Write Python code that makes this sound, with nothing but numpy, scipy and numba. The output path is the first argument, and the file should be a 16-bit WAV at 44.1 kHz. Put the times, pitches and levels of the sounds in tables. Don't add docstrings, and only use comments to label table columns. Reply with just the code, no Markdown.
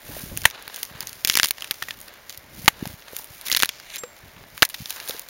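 import sys
import numpy as np
from scipy import signal
from scipy.fft import rfft, irfft, next_fast_len
from scipy.io import wavfile
from numba import njit

SR = 44100
rng = np.random.default_rng(int(sys.argv[2]) if len(sys.argv) > 2 else 0)


def digitize_waveform(pressure):
    field = np.atleast_2d(pressure).T
    bounded = np.clip(field, -1, 1)
    quanta = np.round(bounded * 32767).astype(np.int16)
    wavfile.write(sys.argv[1], SR, quanta)


N = 233611
t = np.arange(N) / SR

# start in seconds, peak in dB, delay of the second bite in ms, crushing time
# in ms, grit and tail in dB relative to the bite, tail fade time in seconds, top of the bite in Hz.
BLOWS = [(0.4538, 9.5, 2, 6.2, -2.5, -14, 0.11, 6040), (2.679, 10, 3.144, 9.5, -7.5, -18, 0.082, 4500),
         (4.6224, 8.5, 5.8, 14.3, -15, -0.5, 0.061, 4300)]
def chops():
    out, age = np.zeros(N), t[:6000]
    hold_s = .0014
    for start, db, second_ms, crush_ms, grit_db, tail_db, tail_fade, top_hz in BLOWS:
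        bites = sum((since > 0) * (since < hold_s) + (since >= hold_s) * fade(abs(since - hold_s), .0024)
                    for since in (age, age - second_ms / 1000))
        sinking = np.clip((crush_ms / 1000 - age) / 0.0017, 0, 1)
        noise = cut(rng.standard_normal((3, len(age))), 470, "high")
        strike = unit(wood(cut(bites * noise[0], top_hz, "low"), 4.1)[:500])
        grit = undb(grit_db) * sinking * unit(wood(noise[1], 3.4))
        tail = undb(tail_db) * fade(age, tail_fade) * unit(wood(noise[2], -4.0))
        add(out, start, np.pad(strike, (0, len(age) - len(strike))) + grit + tail, db)
        add(out, start, air_push(217), db=-22)
    return out


# pitch in Hz, width in Hz, level in dB.
STUMP_NOTES = [(898, 170, -3.5), (1100, 110, -13.5), (1611, 123, 4.5), (2154, 465, 10.5), (2920, 140, -6.5),
               (3317, 81, 2.5), (3960, 280, -2.5), (5680, 1020, 2.5)]
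def wood(x, direct_db):
    ringing = sum((-1) ** k * undb(db) * band(x, hz, w) for k, (hz, w, db) in enumerate(STUMP_NOTES))
    return undb(direct_db) * x + ringing


# start in seconds, peak in dB, pitch in Hz,
# treble in dB relative to that peak, fade time in seconds.
FIBRE_SNAPS = [(0.2977, -28, 2230, -14, 0.0022), (0.3677, -22.5, 2330, -8, 0.005),
               (0.3742, -12, 3160, 12.5, 0.0031), (0.4184, -16.5, 4470, -3, 0.003),
               (0.436, -25, 4180, 10, 0.004), (0.441, -23, 2190, -7, 0.05),
               (0.501, -19.5, 3980, 11.5, 0.0036), (0.5102, -17.5, 3500, -10, 0.0053),
               (0.6245, -29.5, 3280, 13.5, 0.0045), (0.679, -18.5, 2310, 3.5, 0.0038),
               (0.7439, -19, 3670, 5, 0.0038), (0.761, -19, 4010, 11.5, 0.0023),
               (0.7676, -20.5, 3100, -9, 0.005), (0.8304, -11, 5100, 5.5, 0.0095),
               (0.8516, -22.5, 4560, 4, 0.006), (1.0062, -9, 4800, 3, 0.0052),
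               (1.0271, -18, 4790, -3, 0.0058), (1.071, -15, 5400, 2, 0.013), (1.0808, -25, 4760, 0, 0.005),
               (1.093, -21.5, 4900, 4, 0.013), (1.1303, -19.5, 4540, 2, 0.0048),
               (1.2486, 4.5, 3640, 3.5, 0.0028), (1.274, -5, 5000, 1, 0.0065),
               (1.281, -9, 4300, -6, 0.0032), (1.286, -14, 4050, 6, 0.0034), (1.2913, -8, 5000, -5, 0.0043),
               (1.2985, 6.5, 3700, -31, 0.0089), (1.3348, -12, 4320, -10, 0.008),
               (1.3399, -8, 3880, -7, 0.0062), (1.354, 5.5, 4250, -20, 0.0044),
               (1.368, -6, 4330, -9, 0.0095), (1.3723, 6.5, 3560, -1, 0.0075),
               (1.3876, -2.5, 3560, -14, 0.0033), (1.398, 6, 2210, -20, 0.005),
               (1.432, 6.5, 2620, -8, 0.004), (1.4415, -4.5, 3270, 1, 0.0093), (1.4452, 1, 3900, -7, 0.012),
               (1.4503, -10, 3760, 0, 0.0057), (1.4576, -3.5, 4900, -2, 0.0053),
               (1.4707, -19, 3760, 10, 0.0056), (1.486, -15.5, 4400, 12, 0.005),
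               (1.5084, -2, 3480, 5.5, 0.0074), (1.5828, -21.5, 2060, -22, 0.0061),
               (1.608, -17.5, 5140, -21, 0.0043), (1.622, -14, 3200, -10, 0.0091),
               (1.6443, -14.5, 3370, -3, 0.0053), (1.7105, 0, 3200, 4, 0.00093),
               (1.742, -22, 4630, 0, 0.006), (1.8246, -13, 2300, -2, 0.012), (1.836, -23, 2750, -12, 0.022),
               (1.8859, -15.5, 2980, -14, 0.0079), (1.908, -13.5, 3000, -23, 0.012),
               (2.0033, -37, 3030, 14, 0.003), (2.014, -37, 3870, 22, 0.0034), (2.083, -24, 2570, 2, 0.004),
               (2.2957, -17, 4960, -1, 0.011), (2.303, -21, 4240, -6, 0.02), (2.3255, -24, 4350, -5, 0.01),
               (2.3459, -27, 3690, -1, 0.012), (2.3751, -28.5, 4700, 15, 0.0095),
               (2.647, -22.5, 4000, 9, 0.003), (2.659, -13.5, 5100, 6, 0.0031),
               (2.8559, -15, 2220, -2.5, 0.0022), (2.875, -23, 1940, 6, 0.0041),
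               (3.023, -28, 1900, -20, 0.0046), (3.082, -27, 2080, -17, 0.0087),
               (3.1657, -15, 4330, 7.5, 0.0076), (3.1868, -25, 5310, 6, 0.043),
               (3.244, -26, 3470, 10, 0.0033), (3.4125, -25.5, 3950, 7.5, 0.0065),
               (3.4608, -26, 4100, -8, 0.017), (3.4712, -13.5, 3800, -4, 0.0048),
               (3.4996, -15, 5700, 10, 0.0093), (3.5162, -1, 4500, -3, 0.0082),
               (3.5259, 2.5, 4630, -10, 0.003), (3.5293, -3, 3810, -2, 0.0052),
               (3.5485, 2, 3640, -9, 0.0053), (3.5645, -6, 2940, 2, 0.029), (3.5668, -6, 4980, 1, 0.0033),
               (3.571, -0.5, 2980, 2, 0.0066), (3.601, -2.5, 3470, -13, 0.0085),
               (3.612, -12, 3670, -8, 0.0044), (3.6235, -0.5, 3230, 0, 0.011),
               (3.6331, 12, 2830, -35, 0.0023), (3.6473, -7, 4000, -4, 0.003),
               (3.6576, -8, 4640, -1, 0.0044), (3.6913, -3, 3160, -21, 0.0063),
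               (3.7997, -24.5, 3410, -2, 0.0055), (3.902, -24, 2980, -7, 0.0071),
               (3.9425, -23, 4230, -9, 0.0057), (3.9595, -13, 3450, 4.5, 0.0043),
               (3.967, -13.5, 3620, -13, 0.0042), (4.0351, -21.5, 1490, -23, 0.028),
               (4.166, -33, 3980, -4, 0.006), (4.578, -19.5, 2050, 5.5, 0.007),
               (4.6505, -6, 4860, 5, 0.019), (4.69, -33, 5490, 21, 0.003), (4.698, -24.5, 2710, 5.5, 0.054),
               (4.7431, -14.5, 2920, -3.5, 0.032), (4.8579, -13, 3800, -15, 0.0083),
               (4.8967, -23, 4180, 8, 0.028), (4.9053, -15.5, 3000, 7, 0.018),
               (4.962, -20, 4220, -6, 0.0036), (5.0011, -16, 2960, -16, 0.0085),
               (5.077, -17, 3210, 4, 0.0048), (5.086, -24, 4500, 10.5, 0.095),
               (5.095, -13, 3780, 5, 0.0046), (5.108, -16, 3400, -6, 0.011),
               (5.1656, -24, 4150, -16, 0.009), (5.1948, -21, 5430, 9, 0.0068),
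               (5.2865, -27, 4360, 6.5, 0.012)]
def snaps():
    out, age = np.zeros(N), t[:1500]
    for start, db, hz, treble_db, fade_s in FIBRE_SNAPS + small_breaks():
        noise = rng.standard_normal((3, len(age)))
        noise[:, 3] = 3.28
        crack = wood(band(noise[0] * fade(age, fade_s), hz, 0.84 * hz), 17.0)
        ring = wood(noise[1] * fade(age, 0.033), -46.0)
        tick = noise[2] * (fade(age, 0.82 * fade_s) + undb(-17.5) * fade(age, 0.031))
        add(out, start, cut(crack, 710, "high", order=3), db)
        add(out, start, cut(ring, 1500, "high"), db - 16.5)
        add(out, start, cut(tick, 7260, "high"), db + treble_db)
        add(out, start, air_push(810), db - 27.5)
    return out


# start and end in seconds, typical snap peak in dB, hiss in dB.
LEVER_PULLS = [(1.301, 1.351, -14, -31), (1.362, 1.502, -20, -34), (3.449, 3.493, -16.5, -31),
               (3.502, 3.659, -17, -34.5)]
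def tearing(ramp_s=0.01):
    level = sum(undb(db) * np.clip(np.minimum(t - start, end - t) / ramp_s, 0, 1)
                for start, end, _, db in LEVER_PULLS)
    return level * unit(cut(grains(1600, 1.2, 0.00038), 2400, "high"))


def small_breaks(breaks_per_s=60, ticks_per_s=8):
    spans = [(start, end, int(breaks_per_s * (end - start)), db, 0) for start, end, db, _ in LEVER_PULLS]
    spans.append((0.0003, N / SR - .05, int(ticks_per_s * N / SR), -38, 5))
    rows = []
    for start, end, count, db, treble_db in spans:
        times = start + (end - start) * (np.arange(count) + rng.random(count)) / count
        size, pitch, colour = rng.standard_normal((3, count))
        hz = 4000 * 2 ** (0.25 * pitch)
        rows += zip(times, db + 3.5 * size, hz, treble_db + 4.3 * colour, np.full(count, 0.0042))
    return rows


# start in seconds, peak in dB, pitch in Hz, fade time in seconds.
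WOOD_KNOCKS = [(0.167, -25.5, 620, 0.02), (0.678, -23, 1510, 0.0053), (1.8224, -19, 1820, 0.034),
               (1.885, -22, 1920, 0.03), (1.907, -26.5, 1770, 0.027), (2.855, -23.5, 770, 0.0098),
               (3.133, -27, 490, 0.013), (3.196, -30.5, 910, 0.01), (3.501, -17.5, 2050, 0.025),
               (4.036, -25, 491, 0.064), (5.097, -23, 506, 0.02), (5.147, -33, 445, 0.03)]
def knocks():
    out, age = np.zeros(N), t[:6000]
    for start, db, hz, fade_s in WOOD_KNOCKS:
        add(out, start, fade(age, fade_s) * np.sin(2 * np.pi * hz * age), db)
    return out


CATCH_S, SLIP_S = 3.952, 3.982
def scrape(rise_db_per_s=167):
    grit = grains(2500, 2.8, 0.00068)
    dull = unit(wood(band(grit, 3460, 2000), -2.3))
    bright = unit(band(grit, 7800, 6400))
    drag = undb(-33 + rise_db_per_s * np.minimum(t - CATCH_S, 0))
    drag *= np.exp(-(np.maximum(t - CATCH_S, 0) / 0.019) ** 2)
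    slip = undb(-30) * (t > SLIP_S) * np.exp(-((t - SLIP_S) / .012) ** 4)
    return drag * (0.78 * dull + 0.22 * bright) + slip * (0.3 * dull + 0.7 * bright)


# pitch in Hz, relative level in dB, fade time in seconds.
STEEL_NOTES = [(7465, 5, 0.33), (11800, -14, 0.25), (6000, 0.0, 0.05)]
def blade_ring():
    out, age = np.zeros(N), t[:20000]
    ring = sum(undb(db) * fade(age, fade_s) * np.sin(2 * np.pi * hz * age)
               for hz, db, fade_s in STEEL_NOTES)
    add(out, SLIP_S, ring, db=-23.5)
    return out


# loudest moment in seconds, level in dB, half length in seconds.
LITTER_SCUFFS = [(0.15, -46.5, 0.12), (0.58, -42, 0.084), (0.764, -45, .06), (0.988, -45.5, 0.11),
                 (1.65, -52.5, 0.072), (1.9, -53, 0.065), (2.131, -49.5, .08), (2.825, -47, .12),
                 (3.15, -50, 0.11), (3.47, -45, 0.057), (4.303, -59.5, 0.14), (4.983, -43, 0.067),
                 (5.13, -43, 0.086)]
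def scuffs():
    crumbs = cut(grains(900, 2.83, 0.002), 370, "high")
    return swells(LITTER_SCUFFS, rest_db=-62.5) * unit(wood(cut(crumbs, 3800, "low"), 6.0))


# loudest moment in seconds, level in dB, treble in dB, half length in seconds.
SLEEVE_SWISHES = [(0.183, -46, -36.5, 0.13), (0.4, -48.5, -40.5, 0.05), (0.8, -46, -39.5, 0.085),
                  (1.06, -57, -49.5, 0.1), (1.226, -56, -50, 0.11), (1.625, -49.5, -48, 0.12),
                  (1.857, -50, -45, 0.095), (2.03, -59, -49.5, 0.045), (2.323, -54, -50, 0.052),
                  (2.624, -47, -40.5, 0.068), (2.878, -51, -44.5, 0.096), (3.17, -51, -40, 0.062),
                  (3.38, -53.5, -46, 0.12), (3.73, -47, -54, 0.098), (4.59, -51, -45, .04),
                  (4.795, -46.5, -43, 0.063), (4.924, -44, -39, 0.065), (5.104, -43.5, -37.5, 0.098)]
def sleeves():
    fine = grains(1600, 2.33, 0.00082)
    swish = unit(cut(cut(fine, 2000, "high"), 7430, "low"))
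    hiss = unit(cut(fine, 7300, "high", order=4))
    swish_level = swells([(s, db, half) for s, db, _, half in SLEEVE_SWISHES], rest_db=-57.5)
    hiss_level = swells([(s, db, half) for s, _, db, half in SLEEVE_SWISHES], rest_db=-53)
    return swish_level * swish + hiss_level * hiss


# strongest moment in seconds, level in dB, half length in seconds.
WIND_GUSTS = [(0.15, -46, 0.093), (0.355, -44.5, 0.13), (0.932, -56, 0.059), (1.237, -60, 0.18),
              (1.99, -58, 0.2), (2.595, -42.5, 0.098), (2.87, -40.5, 0.058), (4.403, -57.5, .25)]
# crest time in seconds, peak in dB, pitch in Hz.
WIND_BUMPS = [(0.239, -25.5, 157), (0.365, -28.5, 113), (0.914, -36, 136), (.955, -34, 114),
              (2.385, -41.5, 78.6), (2.595, -32, 147), (2.646, -27.5, 117), (2.828, -16, 212),
              (2.871, -23, 154), (2.942, -32, 111), (3.31, -38.5, 100), (4.24, -37, 110),
              (4.807, -28.5, 144), (4.823, -30.5, 116)]
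def wind():
    rumble = unit(cut(band(grains(100, 3.9, 0.014), 75, 106), 710, "low"))
    out = swells(WIND_GUSTS, rest_db=-64.5) * rumble
    offset = np.arange(-1500, 1500) / SR
    for crest, db, hz in WIND_BUMPS:
        phase = np.pi * hz * offset
        add(out, crest + offset[0], (1 - 2 * phase ** 2) * np.exp(-phase ** 2), db)
    return out


# frequency in Hz, relative level in dB.
HUSH_TONE = [(18, -51), (30, -6), (86, -15), (496, -13.5), (582, -7.5), (715, -12), (1350, -13.5),
             (2240, -11), (2620, -19), (7000, -29), (9100, -65), (15400, -120)]
def distant_trees(level_db=-51.5):
    hz, db = np.transpose(HUSH_TONE)
    size = next_fast_len(N)
    freqs = np.maximum(np.arange(size // 2 + 1) * SR / size, 1)
    tone = undb(np.interp(np.log(freqs), np.log(hz), db))
    return undb(level_db) * unit(irfft(rfft(rng.standard_normal(size)) * tone, size)[:N])


def air_push(hz):
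    return -np.exp(-(np.pi * hz * (t[:600] - 1.445 / hz)) ** 2)


def grains(per_s, spread_db, tail_s):
    size = (rng.random(N) < per_s / SR) * undb(spread_db * rng.exponential(size=N))
    power = signal.lfilter([1], [1, -np.exp(-1 / (tail_s * SR))], size ** 2)
    return unit(rng.standard_normal(N) * np.sqrt(power + 1e-12))


def swells(rows, rest_db):
    return undb(rest_db) + sum(undb(db) * np.exp(-((t - s) / half) ** 2) for s, db, half in rows)


def fade(age, fade_s):
    return np.exp(-np.log(1000) * age / fade_s)


def band(x, hz, width):
    return signal.lfilter(*signal.iirpeak(min(hz, .45 * SR), hz / width, fs=SR), x)


def cut(x, hz, keep, order=2):
    return signal.sosfilt(signal.butter(order, hz, keep, fs=SR, output="sos"), x)


def add(out, start, x, db):
    i = int(start * SR)
    out[i:i + len(x)] += (undb(db) * x / np.abs(x).max())[:N - i]


def undb(db):
    return 10 ** (np.asarray(db) / 20)


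def unit(x):
    return x / np.sqrt(np.mean(x ** 2))


def scene():
    wood_work = chops() + snaps() + tearing() + knocks() + scrape() + blade_ring()
    return (wood_work + wind() + scuffs() + sleeves() + distant_trees())[None]


@njit
def follow(x, rise_s, fall_s):
    level, levels = 0., np.empty(len(x))
    for i in range(len(x)):
        levels[i] = level
        level += (abs(x[i]) - level) / (SR * (rise_s if abs(x[i]) > level else fall_s))
    return levels


def record(dry):
    x = dry[0] - band(dry[0], 8030, 1400)
    x = x - 0.51 * band(x, 7860, 630)
    x = signal.sosfilt(signal.ellip(8, .2, 40, 15800, fs=SR, output="sos"), x)
    loudness = follow(np.clip(x, -1, 1), rise_s=0.011, fall_s=0.081)
    turn_down = np.maximum(loudness / undb(-27.0), 1) ** 0.18
    x = np.clip(x / turn_down, -.97, .97)
    return signal.sosfilt(signal.ellip(8, .2, 60, 16600, fs=SR, output="sos"), x)[None]


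dry = scene()
out = record(dry)
digitize_waveform(out)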